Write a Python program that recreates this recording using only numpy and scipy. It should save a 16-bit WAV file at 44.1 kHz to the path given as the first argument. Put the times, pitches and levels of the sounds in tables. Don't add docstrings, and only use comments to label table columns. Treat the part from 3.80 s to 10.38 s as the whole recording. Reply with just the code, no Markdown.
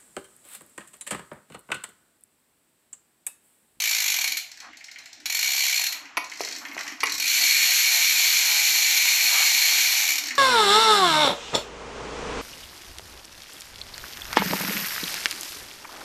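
import sys
import numpy as np
from scipy import signal
from scipy.fft import rfft, irfft, next_fast_len
from scipy.io import wavfile
from scipy.ndimage import uniform_filter1d, map_coordinates

SR = 44100
rng = np.random.default_rng(int(sys.argv[2]) if len(sys.argv) > 2 else 0)


def invert_db(level):
    return 10 ** (np.asarray(level, dtype=float) / 20)


def digitize_waveform(pressure):
    field = np.atleast_2d(pressure).T
    bounded = np.clip(field, -1, 1)
    quanta = np.round(bounded * 32767).astype(np.int16)
    wavfile.write(sys.argv[1], SR, quanta)


N = 290178

# [t/s, tooth rate/(1/s)]
COASTING_RUNS = [
    [(0.001, 54.8), (0.15, 55.2), (0.3, 49.3), (0.39, 41.9), (0.48, 23.8)],
    [(1.498, 38.3), (1.58, 46.8), (1.66, 67.5), (1.75, 68.4), (1.9, 66.7), (1.97, 58.5), (2.07, 30.6)],
    [(3.421, 37.6), (3.46, 87.7), (3.5, 122.7), (3.556, 148.5), (3.63, 180), (4.1, 174.5), (5, 167.5),
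     (5.9, 161.5), (6.036, 158)],
    [(6.039, 158), (6.126, 134.6), (6.2, 111.1), (6.27, 81.2), (6.33, 57.6), (6.385, 30.0)],
]
# [landing level/dB, cog ring re landing/dB, push into the spokes re landing/dB]
RUN_LEVELS = [(-21, -8, -5.5), (-22.5, -5, -5), (-21.5, -5.5, -5.5), (-21.5, -7.5, -6.5)]
TURN_DIP_DB = [5, 3, 20, 2]
# [t/s, peak level/dB]
SINGLE_CLICKS = [
    (0.5186, -15.5),
    (0.5698, -16),
    (1.456, -17.5),
    (2.123, -17),
    (3.3992, -14),
]
# [f/Hz, width/Hz, level/dB]
HUB_MODES = [(1550, 224, -13.5), (2010, 480, -7.5), (2313, 316, 3), (2850, 270, -8), (3780, 200, -6.5),
             (5705, 720, -4.5), (6200, 530, -5), (6630, 450, -8.5), (7090, 550, -6), (6900, 240, -8),
             (11000, 120, -40), (11520, 270, -9.5), (12800, 1070, -9.5), (12580, 590, -5)]
# [f/Hz, level per Hz/dB]
SHELL_SPECTRUM = [(480, -48), (630, -28.5), (1350, -21), (1600, -15.5), (3300, -7), (5010, -11),
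                  (7500, -11), (9130, -21), (10800, -12.5), (13300, -29), (13600, -44), (15600, -14)]
# [f/Hz, width/Hz, level/dB]
COG_MODES = [(4070, 170, 0), (4260, 130, 0.5), (4326, 310, 4)]
# [f/Hz, level per Hz/dB]
SPOKE_SPECTRUM = [(500, -50), (620, -20), (690, 0), (830, -2), (1000, -4), (1250, -12), (1500, -30),
                  (2500, -60)]


def freehub():
    teeth_per_turn, facing_tooth = 48, 22
    settle_teeth = 170
    softer_db = 0.9
    clicks = []
    for run, (land_db, ring_db, drive_db), dip_db in zip(COASTING_RUNS, RUN_LEVELS, TURN_DIP_DB):
        t = np.arange(run[0][0], run[-1][0], 1 / SR)
        teeth = np.cumsum(along(run, t, log=False)) / SR
        k = np.arange(int(teeth[-1]) + 1)
        at = np.interp(k, teeth, t)
        facing = np.cos(np.pi * (k - facing_tooth) / teeth_per_turn) ** 4
        turn_db = dip_db * np.exp(-k / settle_teeth) * (facing - 1)
        landing_db = land_db - softer_db * along(run, at, log=False) / 100
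        clicks += zip(at, landing_db, ring_db + 0 * at, drive_db + turn_db)
    clicks += [(at, peak_db - 7.5, -5, -7.5) for at, peak_db in SINGLE_CLICKS]
    s, db, ring_db, drive_db = np.transpose(clicks)

    chance = rng.standard_normal((len(s), 3))
    hit_s = abs(s + 0.0004 * chance[:, 0])
    hit_db = db + 1.2 * chance[:, 1]
    burst = chatter(hit_s, hit_db, rise=0.00027, hold=0.004, t60=0.05, spiky_db=2.5)
    shell = filtered(burst, lambda hz: np.hypot(modes(HUB_MODES)(hz), colour(SHELL_SPECTRUM)(hz)))
    ringing = chatter(hit_s, hit_db + ring_db, rise=0.0022, hold=0.0046, t60=0.036, spiky_db=1)
    cog = filtered(ringing, modes(COG_MODES))

    alternate_db = 8 * (-1) ** np.arange(len(s))
    push_db = db + drive_db + alternate_db + 2.5 * chance[:, 2]
    push_s = s + 0.3 * (hit_s - s)
    push = np.bincount(np.round(push_s * SR).astype(int), invert_db(push_db), N)[:N]
    return shell + cog + filtered(push, colour(SPOKE_SPECTRUM))


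# [t/s, level/dB]
CRANK_EFFORT = [(.93, -37), (1.05, -33.5), (1.26, -32), (1.4, -38.5), (2.5, -37.5), (2.575, -33),
                (2.615, -23.5), (2.77, -27), (2.85, -31), (2.95, -32), (3.01, -21.5)]
# [first t/s, last t/s, count, bright level/dB, 2 kHz body level/dB]
LINK_TRAINS = [
    (.9702, 1.401, 7, -0.6, -11),
    (0.931, 1.158, 4, -14, -3.5),
    (2.497, 2.762, 8, 1, -10),
    (2.556, 2.75, 6, -3.5, -7.5),
    (2.851, 2.9754, 3, -4, 0),
    (2.884, 3.008, 3, -3.5, -10),
]
# [t/s, bright peak level/dB, body re bright/dB]
STRAY_TICKS = [(0.7152, -31.5, -10.5), (0.7726, -37.5, -6), (.802, -31.5, -6), (2.171, -43, 5),
               (2.254, -42, 5.5), (2.4426, -30.5, -19), (2.5157, -33.5, 4.5), (2.9906, -27, -16),
               (3.0314, -30, -14), (3.065, -33, 2), (3.0776, -25.5, -3), (3.1204, -36, 1.5),
               (3.204, -22, -5.5), (3.257, -23, -4), (3.2684, -23, -1), (3.2957, -19.5, -7),
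               (6.4577, -22.5, -6.5), (6.484, -21.5, -7), (6.506, -29.5, 6)]
# [t/s, peak level/dB]
PAWL_SLIPS = [(1.2394, -48), (2.784, -31), (3.3206, -18.5), (3.3415, -21.5), (3.351, -22), (3.3803, -21),
              (6.4076, -32), (6.4373, -22.5), (6.4694, -24), (6.553, -25.5)]


def ticks():
    train_top_db, stray_top_db, slip_top_db = -21, -19.5, -10
    slip_body_db, scatter_db = -11.5, 1.5
    rows = [(s, db, db + body_db, db + stray_top_db) for s, db, body_db in STRAY_TICKS]
    rows += [(s, db, db + slip_body_db, db + slip_top_db) for s, db in PAWL_SLIPS]
    for first, last, count, bright_db, body_db in LINK_TRAINS:
        s = np.linspace(first, last, round(count))
        db = along(CRANK_EFFORT, s, log=False) + scatter_db * rng.standard_normal((3, len(s)))
        top_db = db[2] + train_top_db + bright_db / 2
        rows += zip(s, db[0] + bright_db, db[1] + body_db, top_db)
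    return np.transpose(rows)


# [f/Hz, level per Hz/dB]
ROLLER_SPECTRUM = [(2500, -24), (3600, -5), (4260, 6), (4800, -2.5), (5600, 4), (6300, 0.5), (7900, -6),
                   (8300, -13.5), (10000, -16.5), (12000, -24)]
# [f/Hz, level per Hz/dB]
LINK_SPECTRUM = [(900, -65), (1400, -6.5), (2100, 6.5), (2600, -1), (3300, -4.5), (4200, -67)]
# [f/Hz, level per Hz/dB]
SHEEN_SPECTRUM = [(8500, -11), (10300, -13), (12700, 2), (13600, -10), (15500, -24), (16500, -38)]
# [t/s, level/dB, hold/s]
CHAIN_GRINDS = [
    (2.6, -62, .25),
    (2.9, -60.5, 0.22),
]


def chain():
    s, db, body_db, top_db = ticks()
    roller = chatter(s, db - 6, rise=0.0001, hold=0.002, t60=0.045, spiky_db=2.5)
    link = chatter(s, body_db - 5, rise=0.0005, hold=0.006, t60=0.045, spiky_db=2.5)
    sheen = chatter(s, top_db - 2.5, rise=0.0002, hold=0.0014, t60=0.034, spiky_db=8)
    grind = swells(CHAIN_GRINDS, rise=150, fall=120) * rng.standard_normal(N) * invert_db(3.8 * wobble(60))
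    tick_sound = filtered(roller, colour(ROLLER_SPECTRUM)) + filtered(link, colour(LINK_SPECTRUM))
    return tick_sound + filtered(sheen, colour(SHEEN_SPECTRUM)) + filtered(grind, colour(SHEEN_SPECTRUM))


# [t/s, peak level/dB, low knock re peak/dB]
HUB_CLUNKS = [
    (2.37, -18, -18.5),
    (2.3738, -16, -33),
    (2.378, -20, -13),
    (2.606, -29, 4.5),
    (2.9664, -38, 4.5),
    (3.232, -16.5, -19),
    (3.2359, -16.5, -12.5),
    (3.241, -22, -23),
]
# [f/Hz, width/Hz, level/dB]
FRAME_MODES = [(1040, 340, -6), (1360, 340, -13.5), (1976, 200, -1), (2250, 230, -4.5), (2460, 300, -4),
               (2790, 370, -8), (3560, 770, -21), (4300, 210, -17), (4630, 310, -14.5), (5650, 1150, -19.5),
               (7200, 1600, -44), (10130, 280, -15), (11300, 500, -17.5), (12700, 1600, -29)]
# [f/Hz, width/Hz, level/dB]
TUBE_MODES = [(312, 130, -12), (484, 510, 0.5), (700, 100, 3.5)]


def clunks():
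    s, db, low_db = np.transpose(HUB_CLUNKS)
    ring = chatter(s, db + 1.5, rise=0.0001, hold=0.00052, t60=0.018, spiky_db=3)
    thump = chatter(s, db + low_db + 3, rise=0.00023, hold=0.00057, t60=0.016, spiky_db=3)
    return filtered(ring, modes(FRAME_MODES)) + filtered(thump, modes(TUBE_MODES))


# [t/s, level/dB, hold/s]
FRAME_JOLTS = [(.52, -61, .04), (.89, -53.5, 0.017), (1.19, -67, 0.026), (1.42, -54, .03),
               (2.15, -59, 0.13), (2.38, -48.5, 0.011), (2.55, -57, 0.028), (2.72, -50.5, 0.19),
               (2.93, -45, 0.034), (3.09, -45, 0.036), (3.24, -45.5, 0.091), (3.4, -53, 0.25),
               (4.92, -56, 0.033), (5.47, -53, 0.012), (5.76, -55, 0.037), (6.01, -50, 0.028),
               (6.35, -49, 0.21)]
# [f/Hz, level per Hz/dB]
RUMBLE_SPECTRUM = [(60, -60), (150, -34), (230, -5), (290, 5), (370, -10), (520, -26), (700, -30),
                   (1500, -80)]
# [t/s, level/dB, hold/s]
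HAND_FOOT_SCUFFS = [(0, -52, 0.13), (.85, -47.5, 0.017), (1.2, -57.5, 0.0082), (2.1, -49.5, 0.16),
                    (2.3, -52.5, 0.46), (2.82, -46, 0.29), (2.99, -44, 0.022), (3.1, -49.5, 0.16),
                    (5.47, -54, .03), (5.53, -33.5, 0.11), (5.87, -41, 0.057), (6.05, -48.5, 0.6)]
# [f/Hz, level per Hz/dB]
RUB_SPECTRUM = [(200, -67), (450, -17.5), (700, -4.5), (1100, 0), (1700, -1.5), (2600, -9.5), (4000, -26),
                (8000, -65), (16000, -90)]


def handling():
    t = np.arange(N) / SR
    rates = [np.interp(t, *np.transpose(run), left=0, right=0) for run in COASTING_RUNS]
    speed = sum(rates) / np.max(COASTING_RUNS[2])
    hum = invert_db(-76) + speed ** 2 * invert_db(-59.5 + 0.5 * wobble(4.2))
    drone = unit(filtered(rng.standard_normal(N), colour(RUMBLE_SPECTRUM)) * invert_db(1.5 * wobble(14)))
    rumble = invert_db(-4) * np.hypot(hum, swells(FRAME_JOLTS, rise=270, fall=210)) * drone
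    rub = unit(filtered(rng.standard_normal(N), colour(RUB_SPECTRUM)) * invert_db(1.5 * wobble(45)))
    return rumble + swells(HAND_FOOT_SCUFFS, rise=360, fall=205) * rub


# [f/Hz, t60/s]
ROOM_DECAY = [(400, 0.5), (1500, 0.37), (6000, 0.37), (14000, 0.24)]


def room(x, paths=3):
    hz, t, z = signal.stft(rng.standard_normal((paths, SR // 2)), SR, nperseg=256)
    decay = invert_db(-60 * t / along(ROOM_DECAY, hz)[:, None])
    tails = signal.istft(z * decay, SR, nperseg=256)[1]
    tails = tails / np.linalg.norm(tails[0])
    shares = np.array([wobble(7) for _ in range(paths)])
    shares = shares / np.linalg.norm(shares, axis=0)
    delayed = np.pad(x * shares, ((0, 0), (round(0.008 * SR), 0)))
    return signal.fftconvolve(delayed, tails, axes=1).sum(0)[:N]


# [f/Hz, level per Hz/dB]
AIR_SPECTRUM = [(25, -23), (55, -7.5), (150, -11.5), (289, -8), (482, -15), (684, -0.5), (1170, -11),
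                (1950, 4), (4380, -7), (7500, -10), (9000, -47), (13000, -52), (14500, -75)]


def still_air():
    return invert_db(-55) * filtered(rng.standard_normal(N), colour(AIR_SPECTRUM))


def chatter(s, db, rise, hold, t60, spiky_db):
    power = np.bincount(np.round(np.asarray(s) * SR).astype(int), invert_db(db) ** 2, N)[:N]
    t = np.arange(SR // 10) / SR
    shape = (invert_db(-60 * np.clip(t - hold, 0, None) / t60) * (1 - np.exp(-t / rise))) ** 2
    spikes = invert_db(np.clip(spiky_db, 0, 5) * rng.standard_normal(N))
    grit = unit(rng.standard_normal(N) * spikes)
    return grit * np.sqrt(abs(signal.fftconvolve(power, shape / shape.max())[:N]))


def swells(rows, rise, fall):
    t = np.arange(N) / SR
    power = 0
    for s, db, hold in rows:
        before, after = np.clip(s - t, 0, 1), np.clip(t - s - hold, 0, 1)
        power = power + invert_db(db - rise * before - fall * after) ** 2
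    return np.sqrt(power)


def wobble(rate):
    knots = rng.standard_normal(int(N * rate / SR) + 4)
    return map_coordinates(knots, [np.arange(N) * rate / SR])


def unit(x):
    return x / np.sqrt(np.mean(x ** 2) + 1e-20)


def along(points, at, log=True):
    p, v = np.transpose(points)
    if log:
        return np.interp(np.log(at + 1), np.log(p + 1), v)
    return np.interp(at, p, v)


def colour(points):
    return lambda hz: invert_db(along(points, hz))


def modes(table, skirt=2):
    def gain(f):
        power = 0
        for centre, width, db in table:
            detune = (centre * centre - f * f) / (f * width + 1)
            power = power + invert_db(db) ** 2 / (1 + detune ** 2) ** skirt
        return np.sqrt(power)
    return gain


def filtered(x, gain_at):
    m = 2 * next_fast_len(N // 2 + SR // 4)
    gain = gain_at(np.fft.rfftfreq(m, 1 / SR))
    cepstrum = irfft(np.log(gain / np.sqrt(np.mean(gain ** 2)) + 1e-6), m)
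    cepstrum[1:m // 2] *= 2
    cepstrum[m // 2 + 1:] = 0
    return irfft(rfft(x, m) * np.exp(rfft(cepstrum)), m)[:N]


def scene():
    wheel = freehub() + chain()
    blows = invert_db(1.5) * clunks()
    echo = invert_db(-3.5) * room(wheel + invert_db(-4) * blows)
    return (wheel + blows + echo + handling() + still_air())[None]


def top_cut(x):
    return signal.sosfilt(signal.butter(12, 16510, fs=SR, output="sos"), x)


def record(dry):
    loudness = np.sqrt(abs(uniform_filter1d(dry ** 2, 2000, axis=1)))
    shake = filtered(rng.standard_normal(N), modes([(49.7, 13, -2), (87.6, 65, -14)]))
    flutter = invert_db(-49) * loudness * shake
    band = np.clip((15600 - np.fft.rfftfreq(N, 1 / SR)) / 90, 0, 1) ** 2
    kept = irfft(rfft(dry + flutter) * band, N)
    return top_cut(kept)


dry = scene()
out = record(dry)
digitize_waveform(out)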